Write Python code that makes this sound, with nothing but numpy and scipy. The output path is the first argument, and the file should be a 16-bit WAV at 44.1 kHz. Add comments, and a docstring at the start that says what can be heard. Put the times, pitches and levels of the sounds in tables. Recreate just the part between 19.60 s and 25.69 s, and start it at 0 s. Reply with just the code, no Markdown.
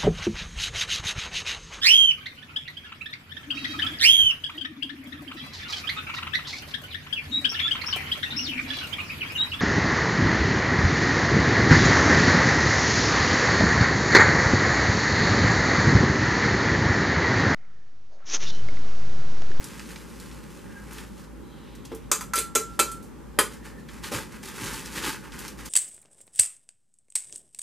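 """A plastic bag crinkles and settles as a hand slowly lets go of it, and steel tongs lay coated chicken in
a glass dish with a faint airy slide. The tongs rap the rim and drop on the counter; hands then work a second bag.
Bags are clumps of tiny clicks, plus noise puffs for snaps and bumps; tongs, glass and counter are dying sines.
A fridge hums as wandering sines over steady noise, and sparse reflections make the small, hard kitchen.
The camera has two close microphone ports and a narrow notch in its response."""
import sys
import numpy as np
from scipy import signal
from scipy.fft import rfft, irfft, next_fast_len
from scipy.io import wavfile
from scipy.ndimage import uniform_filter1d

SR = 44100
rng = np.random.default_rng(int(sys.argv[2]) if len(sys.argv) > 2 else 0)


def linear_from_db(decibels):
    """Turn decibels (scalar or array-like) into linear amplitude factors; 0 gives 1."""
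    return 10 ** (np.asarray(decibels, float) / 20)


def int16_out(signal):
    """Quantize to a 16-bit WAV file."""
    q = np.round(np.clip(np.atleast_2d(signal).T, -1, 1) * 32767)
    wavfile.write(sys.argv[1], SR, q.astype(np.int16))


N = 268569  # length of the scene in samples


def evened(x):
    """Scales a sound to an rms of 1."""
    return x / np.sqrt(np.mean(x ** 2) + 1e-20)


def read(points, hz):
    """Reads a table of frequency and value, in straight lines on a log-frequency axis."""
    f, value = np.transpose(points)
    return np.interp(np.log(hz + 1), np.log(f + 1), value)


def add(mix, start_s, sound):
    """Mixes a sound in from the given second, cut off where the mix ends."""
    part = mix[round(start_s * SR):][:len(sound)]
    part += sound[:len(part)]


def colour(x, db_at):
    """Filters a sound by a gain in dB given as a function of frequency."""
    length = x.shape[-1]
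    size = next_fast_len(length + 4096)
    gain = linear_from_db(db_at(np.fft.rfftfreq(size, 1 / SR)))
    return irfft(rfft(x, size) * gain, size)[..., :length]


def burst(centre_hz, decay_s, octave_db):
    """A noise puff that starts almost at once and dies away, weaker on both sides of its centre pitch."""
    t = np.arange(4096) / SR
    noise = rng.standard_normal(4096)
    noise = colour(noise, lambda f: -octave_db * np.log2((f + 1) / centre_hz) ** 2)
    rise = 1 - np.exp(-t / 0.0001)
    return evened(noise) * np.exp(-t / decay_s) * rise


def ring(modes, favoured_hz, octave_db, blur_hz):
    """Dying sines of one struck object, weaker away from the favoured pitch; rattling contact blurs them."""
    t = np.arange(SR // 3) / SR
    hz, db, t60 = np.transpose(modes)[..., None]
    db = db - octave_db * np.log2(hz / favoured_hz) ** 2
    # a random walk of the phase widens each pure tone
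    slips = rng.standard_normal((len(modes), len(t))).cumsum(1)
    slips *= np.sqrt(2 * np.pi * blur_hz / SR)
    sines = np.sin(2 * np.pi * hz * t + slips)
    fading = linear_from_db(db - 60 * t / t60)
    rise = 1 - np.exp(-t / 0.00015)
    muffled = np.exp(-(t / 0.22) ** 6)  # every ring is cut short around 0.22 s
    return (fading * sines).sum(0) * rise * muffled


# Taut film crinkling. Each row: frequency in Hz, relative level in dB.
CRINKLE_COLOUR = [(1200, -45), (2500, 0.5), (4000, -1), (7000, -1.5), (10000, -3.5), (15000, -12)]
# Large folds flipping over. Each row: frequency in Hz, relative level in dB.
FOLDS_COLOUR = [(400, -23.5), (900, -2.5), (1700, -1.5), (2600, -7.5), (4000, -27)]
# Contents of the bag slumping. Each row: frequency in Hz, relative level in dB.
LOAD_COLOUR = [(40, -2), (80, -7), (200, -1), (450, 1.5), (900, -39)]
# Single snaps of film and light touches.
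# Each row: start in seconds, relative level in dB, centre in Hz, decay time in seconds.
FILM_SNAPS = [(0.042, -27, 7200, 0.0072), (0.195, -23.5, 2500, 0.0024), (0.259, -35, 1800, .002),
              (0.359, -28.5, 2150, 0.0063), (0.599, -34, 5300, 0.0091), (0.657, -41, 3000, .01),
              (0.713, -31, 2400, 0.0028), (1.332, -35.5, 9000, 0.01), (1.384, -31, 2000, 0.0088),
              (1.64, -40, 3100, 0.0046), (2.151, -41.5, 5950, 0.011), (2.251, -34.5, 4900, 0.012),
              (2.348, -34, 9050, 0.012), (3.426, -44, 7350, 0.033), (3.935, -40, 6350, 0.011),
              (4.287, -33.5, 2040, 0.0097), (4.441, -25, 2050, 0.0097), (4.54, -29, 1500, 0.02),
              (4.83, -39, 5400, 0.022), (4.856, -32, 6000, .006), (4.885, -31, 5500, .007),
              (5.035, -33, 2300, 0.0046), (5.135, -28, 6500, 0.0067), (5.258, -30, 4130, 0.0097),
              (5.376, -22, 2030, 0.011), (5.436, -23.5, 1850, 0.018), (5.72, -35, 3500, 0.013),
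              (5.790, -29, 7600, 0.0092), (5.88, -27.5, 5460, 0.0076), (6.058, -26.5, 7100, 0.0072)]
# Dull bumps of the loaded bag on the pan.
# Each row: start in seconds, relative level in dB, centre in Hz, decay time in seconds.
BAG_BUMPS = [(4.517, -21.5, 394, 0.054), (4.546, -28, 70, 0.037), (5.017, -19, 97, 0.022),
             (5.373, -22, 254, 0.014)]


def bag():
    """Creases in the film buckle as dense clicks of uneven size, in clumps, as hard as the hand works it."""
    out = np.zeros(N)
    clumps = linear_from_db(1.65 * evened(uniform_filter1d(rng.standard_normal(N), 160)))
    crinkle, folds = handling()
    load = crinkle * linear_from_db(-5)
    layers = ((CRINKLE_COLOUR, 11000, crinkle), (FOLDS_COLOUR, 3000, folds), (LOAD_COLOUR, 800, load))
    for shape, clicks_per_s, level in layers:
        happens = rng.random(N) < clicks_per_s / SR
        boost_db = 1.3 * np.minimum(rng.exponential(1, N), 4)
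        clicks = happens * rng.standard_normal(N) * linear_from_db(boost_db)
        out += level * evened(colour(clicks * clumps, lambda f: read(shape, f)))
    for puffs, octave_db in ((FILM_SNAPS, 5.2), (BAG_BUMPS, 5.4)):
        for start, db, hz, decay in puffs:
            add(out, start, linear_from_db(db) * burst(hz, decay, octave_db) / 2)
    return out


# The hand slowly lets go of the first bag.
# Each row: time in seconds, relative crinkle level in dB, folds over crinkle in dB.
LETTING_GO = [(0, -47.5, 1.5), (.35, -51, -2), (.52, -53.5, -0.5), (.67, -52, -1), (.89, -57, 0.5),
              (1.08, -59, 5), (1.29, -56, 3), (1.62, -60.5, -13), (1.74, -84, -2)]
# Each grip or tug swells, holds and dies away. Each row: start in seconds, relative crinkle level in dB,
# swell in seconds, hold in seconds, folds over crinkle in dB.
GRIPS_AND_TUGS = [(0.023, -48, 0.011, 0.0091, -10), (0.28, -46.5, 0.011, .01, 0),
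                  (0.89, -55.5, .01, 0.11, -16), (1.292, -47.5, 0.032, 0.063, -1.5),
                  (1.368, -47.5, 0.018, 0.0069, 2.5), (1.552, -54.5, 0.019, 0.03, 1),
                  (3.038, -56.5, .03, 0.086, -18), (3.26, -49, 0.02, 0.027, -8),
                  (3.893, -49, 0.027, 0.011, 0.5), (4.038, -47, 0.015, 0.0081, 2.5),
                  (4.17, -59, .015, .01, -5), (4.28, -53, 0.007, 0.1, 2), (4.428, -38.5, 0.011, 0.023, 0),
                  (4.515, -33, 0.0036, 0.045, -1.5), (4.696, -49, 0.036, 0.023, 4),
                  (4.821, -43.5, 0.0094, 0.066, -1), (4.921, -37, 0.09, 0.064, -0.5),
                  (5.023, -38.5, 0.082, 0.082, -2.5), (5.241, -41.5, 0.013, 0.0085, -1),
                  (5.298, -36.5, 0.063, 0.029, 0), (5.406, -31.5, 0.037, 0.052, 0),
                  (5.62, -50, 0.023, .01, 7.5), (5.716, -46.5, 0.019, .02, 1),
                  (5.778, -43, 0.011, 0.083, -1), (5.97, -47, 0.017, 0.022, 1.5),
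                  (6.045, -43, 0.01, .005, 0)]


def handling():
    """Levels of crinkle and folds over time: the powers of the slow hold and of all grips add up."""
    swell_db, fall_db_per_s = 13, 205  # depth of a swell, and how fast the film settles
    t = np.arange(N) / SR
    times, db, folds_db = np.transpose(LETTING_GO)
    held = np.interp(t, times, db, right=-120)
    held_folds = held + np.interp(t, times, folds_db)
    power = linear_from_db(2 * np.array([held, held_folds]))
    for start, db, swell, hold, folds_db in GRIPS_AND_TUGS:
        swell = swell + 0.00073  # even the quickest grip takes a moment
        rising = swell_db * np.minimum((t - start) / swell - 1, 0)
        falling = fall_db_per_s * np.maximum(t - start - swell - hold, 0)
        power += linear_from_db(2 * (db + rising - falling)) * linear_from_db([[0], [2 * folds_db]])
    return np.sqrt(power)


# Blows of the tongs; where they land favours some pitches.
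# Each row: start in seconds, relative crack level in dB, relative steel level in dB, favoured pitch in Hz.
TONG_BLOWS = [(2.515, -16, -20, 6700), (2.609, -30.5, -42, 5870), (2.7358, -24.5, -34.5, 6040),
              (2.757, -20.5, -33, 9400), (2.765, -31, -29.5, 4600), (2.777, -27, -32.5, 7900),
              (2.787, -21.5, -29.5, 8900), (2.9516, -21, -23.5, 7100), (2.956, -18.5, -28, 7250),
              (3.192, -16, -29.5, 4540), (3.197, -19.5, -24, 8100), (3.316, -36, -42.5, 8750),
              (3.788, -16.5, -22, 3790), (3.790, -31, -21.5, 9600)]
# Steel on a hard edge. Each row: frequency in Hz, relative level in dB.
CRACK_COLOUR = [(300, -8), (1200, 1.5), (3000, -2), (5300, -5), (7000, 0.5), (11000, -2.5), (13000, -3.5),
                (15000, -8)]
# Tones of the steel. Each row: frequency in Hz, relative level in dB, time to fall by 60 dB in seconds.
STEEL_MODES = [(3180, 8, 0.051), (4260, -12, 0.049), (4780, 1, 0.14), (5400, -1, 0.027), (5620, -1, 0.035),
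               (6400, -14, .25), (6290, 6, 0.032), (6795, 3, 0.058), (7450, -0.5, 0.07),
               (7470, -13.5, 0.32), (7710, -3, 0.1), (7950, -6, 0.075), (8100, -0.5, 0.06),
               (8190, 3, 0.063), (8870, 0, 0.073), (9600, 2.5, 0.052), (10380, 3.5, .05), (10600, 5, 0.067),
               (11400, 5.5, 0.033)]
# Knocks that sound the counter's tones; the first, at 2.318 s, is the chicken thudding into the dish. # Each
# row: start in seconds, relative level in dB, favoured pitch in Hz.
COUNTER_KNOCKS = [(2.318, -32, 377), (2.515, -27, 890), (2.61, -40, 1300), (2.7352, -30, 2040),
                  (2.757, -40, 440), (2.778, -33, 436), (2.956, -24, 513), (3.192, -25.5, 850),
                  (3.198, -27.5, 426), (3.788, -21, 620), (3.7886, -21.5, 1620)]
# Tones of the counter. Each row: frequency in Hz, relative level in dB, time to fall by 60 dB in seconds.
COUNTER_MODES = [(256.7, 3, 0.16), (369.6, 2.5, 0.17), (436, 5.5, 0.16), (603, 5.5, 0.044),
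                 (857, 1.5, 0.061), (1035, 1.5, 0.09), (1210, 5, 0.098), (1289, 2, 0.12), (1494, 1, 0.097),
                 (1677, 0, 0.09), (1850, -2, 0.062), (1930, 4, 0.024)]
# Contacts that ring the glass. Each row: start in seconds, relative level in dB, favoured pitch in Hz.
RIM_RAPS = [(2.515, -27, 2100), (2.612, -39.5, 1500), (2.7363, -21.5, 1510), (2.758, -30, 2500),
            (2.778, -31.5, 3920), (2.780, -28, 2150), (2.956, -23.5, 1400), (2.956, -24, 2930),
            (3.193, -19, 1400), (3.197, -18, 2770)]
# Tones of the glass dish. Each row: frequency in Hz, relative level in dB, time to fall by 60 dB in seconds.
GLASS_MODES = [(1344, 0.5, 0.22), (1353, -8.5, 0.9), (2135, -9, .12), (2345, -5.5, 0.13), (2590, -7, 0.14),
               (3200, -7.5, 0.059), (3510, 0, 0.048), (3965, -4, 0.18), (4160, -11, .25)]


def tongs():
    """Each blow cracks and rings the steel; most also ring the glass or the counter."""
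    crack, rings, glass = np.zeros((3, N))
    for start, crack_db, steel_db, hz in TONG_BLOWS:
        rattle = burst(hz, 0.0096, 0.7)
        first_tick = 1.6 * burst(hz, 0.00074, 0.3)
        add(crack, start, linear_from_db(crack_db) * (rattle + first_tick))
        add(rings, start, linear_from_db(steel_db) * ring(STEEL_MODES, hz, 47, 41))
    for start, db, hz in COUNTER_KNOCKS:
        add(rings, start, linear_from_db(db) * ring(COUNTER_MODES, hz, 7.5, 29))
    for start, db, hz in RIM_RAPS:
        add(glass, start, linear_from_db(db) * ring(GLASS_MODES, hz, 26, 1))
    crack = colour(crack, lambda f: read(CRACK_COLOUR, f))
    heard = kitchen(crack, -0.53, 0.5) + kitchen(rings, -6.0, -1.6)
    heard += kitchen(glass, -20, 6)  # the glass ring is kept nearly dry in the sum, so its level stays even
    # keep the bass out of the blows: four gentle high-pass filters in a row
    no_bass = np.tile(signal.butter(1, 180, "high", fs=SR, output="sos"), (4, 1))
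    return signal.sosfilt(no_bass, heard)


# Faint airy sounds, the first high ones as the chicken slides onto the glass.
# Each row: start in seconds, length in seconds, centre in Hz, width in Hz, relative level in dB.
AIRY_SOUNDS = [(1.087, 0.18, 1622, 50, -57), (1.77, 0.34, 3200, 260, -69), (1.817, 0.45, 3940, 260, -67.5),
               (1.901, 0.61, 3060, 2220, -61), (3.919, 0.36, 1790, 160, -58)]


def airy():
    """Noise in one resonance that fades in and out, wavering in strength."""
    out = np.zeros(N)
    t = np.arange(SR) / SR
    for start, length, hz, width, db in AIRY_SOUNDS:
        noise = rng.standard_normal(SR)
        noise = colour(noise, lambda f: -20 * np.log10(1 + (2 * (f - hz) / width) ** 2))
        arch = np.sin(np.pi * np.minimum(t / length, 1))
        waver = linear_from_db(3.2 * evened(uniform_filter1d(rng.standard_normal(SR), 1500)))
        add(out, start, linear_from_db(db) * evened(noise) * waver * np.sqrt(abs(arch)))
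    return out


# How long the kitchen echoes. Each row: frequency in Hz, time to fall by 60 dB in seconds.
KITCHEN_DECAY = [(300, 0.22), (1000, 0.23), (3000, 0.24), (8000, 0.22), (14000, 0.19)]


def kitchen(x, wet_db, apart_db):
    """Sparse reflections of random sign, each band dying at its own speed; direct sound only in the sum."""
    taps = np.zeros((2, SR // 2))
    # one reflection at a random place in every 20 samples
    slots = np.arange(120, SR // 2 - 20, 20)
    at = slots + rng.integers(0, 20, (2, len(slots)))
    np.put_along_axis(taps, at, rng.choice([-1., 1.], at.shape), 1)
    hz, t, z = signal.stft(taps, SR, nperseg=256)
    fading = linear_from_db(-60 * t / read(KITCHEN_DECAY, hz)[:, None])
    tail = signal.istft(z * fading, SR, nperseg=256)[1]
    tail = tail / np.linalg.norm(tail[0])
    wet = signal.fftconvolve(x[None], tail, axes=1)[:, :N]
    return np.array([x + linear_from_db(wet_db) * wet[0], linear_from_db(apart_db) * wet[1]])


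# Compressor of the fridge. Each row: frequency in Hz, relative level in dB, width in Hz.
FRIDGE_HUM = [(55.7, -51, 4.2), (219, -60, 43)]


def fridge():
    """Each hum line is a sine whose level and phase wander, weaker in the difference of the ports."""
    out, t = np.zeros((2, N)), np.arange(N) / SR
    for hz, db, width in FRIDGE_HUM:
        r = np.exp(-np.pi * width / SR)
        noise = rng.standard_normal((2, N)) + 1j * rng.standard_normal((2, N))
        wander = signal.lfilter([1], np.poly([r, r]), noise)
        wander = wander / np.sqrt(np.mean(abs(wander) ** 2))
        carrier = np.exp(2j * np.pi * hz * t)
        out += linear_from_db(db) * evened(((1.8 + wander) * carrier).real)  # 1.8 is the steady part
    return out * [[1], [0.25]]


# Distant house noise and microphone hiss. Each row: frequency in Hz, relative level per Hz in dB.
AIR_COLOUR = [(36, -40), (48, 7.5), (85, -5), (130, 0), (190, 4), (320, -1.5), (500, -8.5), (1000, -14),
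              (1600, -17.5), (2200, -23), (4000, -30.5), (8000, -32), (13000, -35.5), (15000, -41)]


def air():
    """Steady noise with drifting patches, as sum and difference of the ports."""
    frames = N // 256 + 5
    patches = rng.standard_normal((frames, 513)).T
    patches = uniform_filter1d(patches, 12, 0)  # smooth over frequency
    patches = evened(uniform_filter1d(patches, 14, 1))  # smooth over time
    real, imaginary = rng.standard_normal((frames, 513, 2, 2)).T
    z = (real + 1j * imaginary) * linear_from_db(0.71 * patches)
    noise = signal.istft(z, nperseg=1024, noverlap=768)[1][:, :N]
    return linear_from_db(-45) * evened(colour(noise, lambda f: read(AIR_COLOUR, f)))


# Filter on the difference of the ports for near sources. Each row: frequency in Hz, gain in dB.
NEAR_SPREAD = [(60, -9), (130, -13), (290, -18), (640, -21), (1410, -20.5), (2600, -36), (6820, -13),
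               (15000, 0.5)]
# The same filter for the air. Each row: frequency in Hz, gain in dB.
FAR_SPREAD = [(45, -10), (75, 4.5), (200, -3.5), (500, -0.5), (1300, -6), (2400, -9.5), (4400, -6),
              (8000, -1.5), (15000, -2)]


def scene():
    """Adds up the sum and difference signals of all sources and turns them into left and right."""
    soft = linear_from_db(-2.0) * bag() + airy()
    near = tongs() + kitchen(soft, -7, 0.51)
    far, hum = air(), fridge()
    total = near[0] + far[0] + hum[0]
    near_difference = colour(near[1], lambda f: read(NEAR_SPREAD, f))
    far_difference = colour(far[1], lambda f: read(FAR_SPREAD, f))
    difference = near_difference + far_difference + hum[1]
    balance_db = [[-0.2], [0.2]]  # left, right
    return np.array([total + difference, total - difference]) * linear_from_db(balance_db)


def top_cut(x):
    """Nothing passes above the cut-off."""
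    return signal.sosfilt(signal.butter(12, 16240, fs=SR, output="sos"), x)


# Narrow dip in the response of the camera. Its values: centre in Hz, half width in Hz, depth in dB.
CAMERA_NOTCH = (684.4, 84, -10.5)
# Band limits of the finished sound, with a low cut and a steep edge near 15 kHz.
# Each row: frequency in Hz, gain in dB.
BAND_LIMITS = [(20, -30), (48, 0), (14900, 0), (15250, -28), (16000, -42)]


def record(dry):
    """The camera's notch dips a narrow band; a low cut and a steep edge near 15 kHz limit the finished sound."""
    hz, half_width, db = CAMERA_NOTCH

    def notch_and_limits(f):
        notch = db * np.exp(-((f - hz) / half_width) ** 4)
        return notch + read(BAND_LIMITS, f)

    heard = colour(dry, notch_and_limits)
    return top_cut(heard)


dry = scene()
out = record(dry)
int16_out(out)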